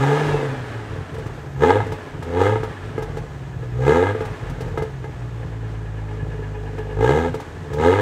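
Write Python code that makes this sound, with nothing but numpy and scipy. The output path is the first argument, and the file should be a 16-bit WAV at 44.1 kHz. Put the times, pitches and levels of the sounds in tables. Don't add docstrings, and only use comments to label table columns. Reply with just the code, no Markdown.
import sys
import numpy as np
from scipy import signal
from scipy.fft import rfft, irfft, next_fast_len
from scipy.io import wavfile
from scipy.ndimage import uniform_filter1d, map_coordinates

SR = 44100
rng = np.random.default_rng(int(sys.argv[2]) if len(sys.argv) > 2 else 0)


def waveform_to_disk(signal):
    frames = np.transpose(np.atleast_2d(signal))
    scaled = np.clip(frames, -1, 1) * 32767
    samples = np.round(scaled).astype(np.int16)
    wavfile.write(sys.argv[1], SR, samples)


N = 353241
TIME = np.arange(N) / SR


def amp(db):
    return 10 ** (np.asarray(db) / 20)


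def unit(x):
    return x / np.sqrt(np.mean(x ** 2) + 1e-20)


def wobble(rate):
    return map_coordinates(rng.standard_normal(int(N * rate / SR) + 4), [np.arange(N) * rate / SR])


def filtered(x, response):
    size = 2 * next_fast_len((len(x) + SR // 4) // 2)
    return irfft(rfft(x, size) * response(np.fft.rfftfreq(size, 1 / SR)), size)[:len(x)]


def colour(points, hz):
    knots_hz, db = np.transpose(points)
    cepstrum = irfft(np.log(amp(np.interp(np.log(hz + 1), np.log(knots_hz), db))))
    cepstrum[1:len(hz) - 1] *= 2
    cepstrum[len(hz):] = 0
    return np.exp(rfft(cepstrum))


def shaped(x, points):
    return unit(filtered(x, lambda hz: colour(points, hz)))


def lowpass(x, edge_hz):
    return filtered(x, lambda hz: 1 / (1 - (hz / edge_hz) ** 2 + 1j * np.sqrt(2) * hz / edge_hz) ** 2)


def resonances(modes, hz):
    return sum(amp(db) * 1j * hz * width / (centre ** 2 - hz ** 2 + 1j * hz * width)
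               for centre, width, db in modes)


def pulses(at, sizes):
    at = np.clip(at, 0, N - 2)
    whole = at.astype(int)
    late = at - whole
    return np.bincount(whole, sizes * (1 - late), N) + np.bincount(whole + 1, sizes * late, N)


def by_speed(rows, speed):
    rate, *columns = np.transpose(rows)
    return [np.interp(speed, rate, column) for column in columns]


def pedal(t, rise_s, held_s, fade, release_s):
    sag = np.clip((t - rise_s) / (held_s - rise_s), 0, 1) ** 2
    return np.clip(t / rise_s, 0, 1) * (1 - fade * sag) * np.clip(1 - (t - held_s) / release_s, 0, 1)


# start, torque rise and hold in seconds, target firing rate in Hz,
# drag afterwards in Hz per second, load rise and hold in seconds, strength in dB.
THROTTLE_BLIPS = [(-.157, 0.23, 0.37, 154.6, 73, 0.095, 0.37, -7.5),
                  (1.555, 0.082, 0.22, 113.6, 83.6, 0.079, 0.25, 1),
                  (2.197, .26, .341, 114.1, 66.4, 0.22, 0.35, -1),
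                  (3.717, 0.18, 0.44, 111, 73, 0.16, 0.41, 0),
                  (6.944, .113, .275, 89.6, 49.5, 0.092, 0.35, -0.5),
                  (7.702, 0.14, 0.44, 123.6, 57.3, 0.13, 0.41, -0.5)]

def engine_speed():
    start_hz, idle_hz, governor_hz, idle_sag_hz_per_s = 130.27, 56.32, 27.18, 2.14
    span = np.arange(SR) / SR
    speed = np.full(N, start_hz)
    for start, rise_s, held_s, target_hz, drag, *_ in THROTTLE_BLIPS:
        torque = pedal(span, rise_s, held_s, fade=.6, release_s=.178)
        progress = np.interp(TIME - start, span, np.cumsum(torque) / torque.sum())
        from_hz = np.interp(start, TIME, speed)
        spun = from_hz + (target_hz - from_hz) * progress
        coast_s = np.maximum(TIME - start - held_s, 0)
        excess = np.sinh((spun - idle_hz) / governor_hz) * np.exp(-drag * coast_s / governor_hz)
        idle = idle_hz - idle_sag_hz_per_s * coast_s
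        speed = np.where(TIME >= start, idle + governor_hz * np.arcsinh(excess), speed)
    return speed


def engine_load():
    shapes = np.array([pedal(TIME - start, rise_s, held_s, fade=.3, release_s=.034)
                       for start, *_, rise_s, held_s, _db in THROTTLE_BLIPS])
    return shapes.sum(0), np.array([blip[-1] for blip in THROTTLE_BLIPS]) @ shapes


# multiple of the firing rate, level in dB, further dB on the overrun.
FIRING_ORDERS = [(1, -0.5, 1.5), (2, -1.5, -3), (3, -3, -10)]
# frequency in Hz, gain in dB.
SILENCER_GAIN = [(50, 2), (62, -5), (85, -2), (108, 3.5), (140, 6), (160, -4.5), (200, -14.5), (255, 2.5),
                 (290, -5), (340, -14.5)]
# multiple of the firing rate, level at idle in dB.
HUM_ORDERS = [(2.6667,-44),(4,-56),(5,-50.5),(6,-52.5)]

def boom(phase, speed, load, level_db):
    idling = np.clip((85 - speed) / 30, 0, 1)
    coasting = (1 - idling) * np.clip(1 - load / 1.2, 0, 1)
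    swing = sum(amp(level_db + db + overrun_db * coasting + .79 * wobble(20))
                * np.sin(2 * np.pi * order * phase) for order, db, overrun_db in FIRING_ORDERS)
    strong = filtered(swing, lambda hz: colour(SILENCER_GAIN, hz))
    weak = sum(amp(db + 2.3 * wobble(5)) * np.sin(2 * np.pi * order * phase) for order, db in HUM_ORDERS)
    return np.sqrt(2) * (strong + np.maximum(idling, .2) * weak)


# frequency in Hz, bandwidth in Hz, relative gain in dB.
PIPE_MODES = [(252,35,-5.5),(341,48,5),(437.2,10.9,6.5),(512,7.1,3.5),(657,18.6,9),(832,25,-1.5),(923,49,-3.5),(1251,67,0),(1620,27,-5),(2064,33,-1)]

def tailpipe(x, spectrum, ring_db):
    def response(hz):
        comb_hz = 416
        ground = .56 / (1 + (hz / 5200) ** 2) * np.exp(-2j * np.pi * hz / comb_hz)
        return colour(spectrum, hz) * (1 + amp(ring_db) * resonances(PIPE_MODES, hz)) * (1 + ground)
    return filtered(x, response)


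CYLINDER_DB = [-0.98,-3.7,-1.3,2.5,2.6,-0.85]
# frequency in Hz, relative density in dB.
THUMP_SPECTRUM = [(130,-40.5),(200,-10.5),(255,3),(330,-10),(450,6),(530,3.5),(620,-8),(780,-3.5),(950,-11),(1250,-18),(2000,-38),(4000,-111),(12000,-100)]
FRONT_SPECTRUM = [(350,-20),(600,-11),(780,5),(950,3),(1250,-4),(1700,1),(2050,-6.5),(2500,-10),(3200,-10),(3800,-13),(5000,-29),(9000,-28),(15000,-60)]
HISS_SPECTRUM = [(1500,-1.5),(3500,1.5),(5000,-4.5),(6600,1),(8300,-5.5),(10000,-21.5),(12500,-12.5),(15500,-24.5)]

def bark(speed, fired, load, thump_gain, front_gain, hiss_gain):
    throttle = np.clip(load / 1.05, 0, 1)
    size_scatter, time_scatter, front_scatter = rng.standard_normal((len(fired), 3)).T
    unsteady = 1 - .88 * throttle[fired]
    size_db = np.resize(CYLINDER_DB, len(fired)) + 3.2 * unsteady * size_scatter
    sizes = amp(size_db) / np.sqrt(speed[fired])
    at = fired + .00029 * SR * unsteady * time_scatter
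    steep = pulses(at, sizes * amp(1.1 * front_scatter))
    puff_decay = np.exp(-np.arange(SR // 30) / SR / .004)
    puff = unit(unit(signal.fftconvolve(steep, puff_decay)[:N]) + .55)
    rough = .3 + .6 * (1 - throttle) + .5 * np.clip((speed - 108) / 40, 0, 1)

    def turbulent(train, share):
        return (share * puff * rng.standard_normal(N) - train) / np.sqrt(1 + share ** 2)

    thumps = turbulent(unit(pulses(at, sizes)), 1.15 * rough)
    fronts = turbulent(lowpass(unit(steep), edge_hz=2210), 2.8 * rough)
    gas = (1 + .69 * throttle * puff) * rng.standard_normal(N)
    return (thump_gain * unit(tailpipe(thumps, THUMP_SPECTRUM, ring_db=-1.5))
            + front_gain * unit(tailpipe(fronts, FRONT_SPECTRUM, ring_db=7))
            + hiss_gain * shaped(gas, HISS_SPECTRUM))


# frequency in Hz, bandwidth in Hz, relative gain in dB.
CHUFF_MODES = [(424,3.1,11.5),(850,23,-4),(965,40,-8.5),(1198,46,-18),(1701,59,-3.5),(2174,150,-17),(2485,66,-10),(2830,160,-11.5)]

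def chuff(phase, level_db):
    gust_phase = np.interp(6.425, TIME, phase)
    cycle = ((phase - gust_phase) / len(CYLINDER_DB)) % 1
    gust = (1 - np.exp(-cycle / .065)) * np.exp(-cycle / .15) + .14
    tones = filtered(gust * rng.standard_normal(N), lambda hz: resonances(CHUFF_MODES, hz))
    return amp(level_db + .48 * wobble(26)) * unit(lowpass(tones, edge_hz=2150))


# firing rate in Hz, level in dB.
WHIRR_LEVELS = [(50,-43),(62,-43),(80,-40),(100,-37.5),(125,-35.5),(158,-25.5)]
# frequency in Hz, relative density in dB.
WHIRR_SPECTRUM = [(150,-35.5),(220,7),(340,7.5),(520,3.5),(610,4),(900,-0.5),(1150,-1),(1750,-2),(2400,-9.5),(3300,-12.5),(4600,-19.5),(8300,-24.5),(10000,-32),(15500,-42)]
# multiple of the firing rate, level in dB against the whirr.
BELT_ORDERS = [(11.4, -17), (14.5, -19), (18.6, -20), (26, -26), (33.6, -31)]

def engine_bay(phase, speed):
    level_db, = by_speed(WHIRR_LEVELS, speed)
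    beat = 1 + .087 * np.cos(2 * np.pi * phase)
    whirr = amp(.18 + .74 * wobble(14)) * shaped(beat * rng.standard_normal(N), WHIRR_SPECTRUM)
    whines = sum(amp(db + 3.3 * wobble(11)) * np.sin(order * (2 * np.pi * phase + .081 * wobble(30)))
                 for order, db in BELT_ORDERS)
    return amp(level_db) * (whirr + np.sqrt(2) * whines)


# start in seconds, length in seconds, burble level in dB.
MISFIRE_BOUTS = [(.9, 0.15, -31), (1.12, 0.21, -30), (2.13, 0.095, -30.5), (2.83, 0.41, -30),
                 (3.54, 0.075, -32.5), (4.41, 0.44, -28), (5.0, 0.16, -36), (5.42, .06, -30),
                 (6.21, 0.076, -29), (7.56, .28, -35)]

def overrun():
    lifts = [start + held_s for start, _, held_s, *_ in THROTTLE_BLIPS]
    bouts = MISFIRE_BOUTS + [(lift + .032, .16, -30.5) for lift in lifts]
    edge_s, lull_delay_s, lull_width_s = .05, .2, .038
    misfiring = sum(amp(db) * np.clip(.5 + np.minimum(TIME - start, start + length - TIME) / edge_s, 0, 1)
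                    for start, length, db in bouts)
    lull_db = -5 * sum(np.exp(-((TIME - lift - lull_delay_s) / lull_width_s) ** 2) for lift in lifts)
    return misfiring, lull_db


# firing rate in Hz, level in dB.
BURBLE_LEVELS = [(54, -42), (62, -35.5), (100, -41.5), (130, -32.5), (150, -44)]
# frequency in Hz, relative density in dB.
RUMBLE_SPECTRUM = [(22,-50),(36,-29),(46,9),(62,-6.5),(90,6),(140,5.5),(170,-0.5),(205,-20),(300,-11),(500,-40)]

def burble(speed, fired, misfiring, lull_db):
    floor_db, = by_speed(BURBLE_LEVELS, speed)
    lateness, sizes = rng.uniform(-.74, 1, (len(fired), 2)).T
    at = fired + .3 * lateness * SR / speed[fired]
    lumps = unit(lowpass(shaped(pulses(at, sizes), RUMBLE_SPECTRUM), edge_hz=1540))
    running_rms = np.sqrt(np.abs(uniform_filter1d(lumps ** 2, size=SR // 10)) + .01)
    return np.hypot(amp(floor_db + lull_db), misfiring) * lumps / running_rms


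# start in seconds, relative peak in dB, crack in dB against the pop's body,
# relative level of the spit in dB.
AFTERFIRE_POPS = [(.343, -9, -28, -52), (.388, -13, -23, -54), (.429, -11, -13, -47),
                  (.96, -18.5, -17, -55), (1.142, -24, -16, -40.5), (1.182, -18, -15, -41.5),
                  (1.263, -17, -2, -41), (1.803, -5.5, 5, -51), (1.865, -13.5, -9, -42),
                  (1.92, -12, -3.5, -35), (2.225, -17.5, 5, -37.5), (2.557, -4, -3, -52),
                  (2.632, -10, -6, -36), (2.979, -8, -9, -41), (3.023, -14, -7, -36),
                  (3.17, -16.5, -4, -38), (3.631, -19.5, -15, -55), (4.069, -5.5, 7, -52),
                  (4.149, -8.5, -11, -49), (4.207, -7.5, -9, -41), (4.251, -23, 10, -37),
                  (4.496, -23, -2, -39.5), (4.606, -14, -7, -36), (4.68, -23, -7, -49),
                  (4.775, -6, -4, -37.5), (4.821, -9, -10, -37), (5.042, -17, -3, -47),
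                  (6.335, -23, -18, -62), (6.391, -21, -20, -62), (6.781, -14, -7, -42.5),
                  (7.342, -8.5, -8.5, -35.5), (7.4, -18, 11, -37), (7.733, -15.5, -6, -34.5)]
# frequency in Hz, gain in dB.
SPIT_SPECTRUM = [(500,4),(2500,11.5),(7500,2.5),(10000,-2.5),(12300,-4.5),(15000,-10)]

def afterfire():
    pops, spits = np.zeros(N + SR), np.zeros(N + SR)
    t = np.arange(SR // 5) / SR
    push = -np.exp(-t / .00014)
    spit_envelope = np.exp(-t / .014) * (1 - np.exp(-t / .0023))
    for start, peak_db, crack_db, spit_db in AFTERFIRE_POPS:
        tear = rng.standard_normal(len(t)) * np.exp(-t / .037)
        body = tailpipe(push + .016 * tear, THUMP_SPECTRUM, ring_db=11)
        crack = tailpipe(push + .13 * tear, FRONT_SPECTRUM, ring_db=13)
        pop = unit(body) + amp(crack_db) * unit(crack)
        at = round(start * SR)
        pops[at:at + len(t)] += amp(peak_db - 4.5) * pop / np.abs(pop).max()
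        spits[at:at + len(t)] += amp(spit_db - 5) * rng.standard_normal(len(t)) * spit_envelope
    return pops[:N] + filtered(spits[:N], lambda hz: colour(SPIT_SPECTRUM, hz))


# time in seconds, level in dB.
WHISTLE_LEVELS = [(1, -84), (1.5, -71), (3.3, -81), (3.7, -77), (4.298, -75), (5.15, -84), (5.351, -75),
                  (5.55, -83), (6.9, -79), (7.6, -83)]

def whistle():
    pitch_hz = 12230 + 25 * wobble(4) + 75 * wobble(300)
    level_db = np.interp(TIME, *np.transpose(WHISTLE_LEVELS))
    return amp(level_db) * np.sin(2 * np.pi * np.cumsum(pitch_hz) / SR)


def opened(shut_db, load, open_db, bend):
    return shut_db + (open_db - shut_db) * load ** bend


# firing rate in Hz, then base levels in dB
COASTING_LEVELS = [(50.22, -34, -38, -55, -60, -39.5), (53.6, -31.5, -47.5, -55, -63, -44),
                   (64.7, -35.5, -51.5, -58, -59, -49), (78.6, -42.5, -45, -54, -57.5, -46.5),
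                   (96.4, -39.5, -57.5, -64.5, -74, -42.5), (126.4, -39.5, -43, -47.5, -65, -39),
                   (160.7, -17, -35, -25.5, -55, -27.5)]

def scene():
    speed = engine_speed()
    load, strength_db = engine_load()
    misfiring, lull_db = overrun()
    phase = np.cumsum(speed * (1 + .003 * wobble(25))) / SR
    fired = np.flatnonzero(np.diff(np.floor(phase))) + 1
    boom_db, thump_db, front_db, hiss_db, chuff_db = by_speed(COASTING_LEVELS, speed)
    boom_db = opened(boom_db, load, open_db=-23, bend=.48) + lull_db
    sputter = amp(-16.5) * misfiring
    thump_gain = amp(opened(thump_db, load, open_db=-14, bend=.77) + strength_db + lull_db) + sputter
    rasp_db = 2.5 * load * np.log2(speed / 91.7)
    front_gain = amp(opened(front_db, load, open_db=-17.5, bend=1.08) + strength_db + rasp_db)
    hiss_gain = amp(opened(hiss_db, load, open_db=-46, bend=1.96))
    exhaust = (boom(phase, speed, load, boom_db)
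               + bark(speed, fired, load, thump_gain, front_gain, hiss_gain)
               + chuff(phase, chuff_db)
               + burble(speed, fired, misfiring, lull_db)
               + afterfire())
    return (exhaust + engine_bay(phase, speed) + whistle())[None]


def record(dry):
    ceiling, top_hz = .75, 15750
    rounded = dry[0] / (1 + np.abs(dry[0] / ceiling) ** 8) ** (1 / 8)
    return filtered(rounded, lambda hz: hz < top_hz)[None]


dry = scene()
out = record(dry)
waveform_to_disk(out)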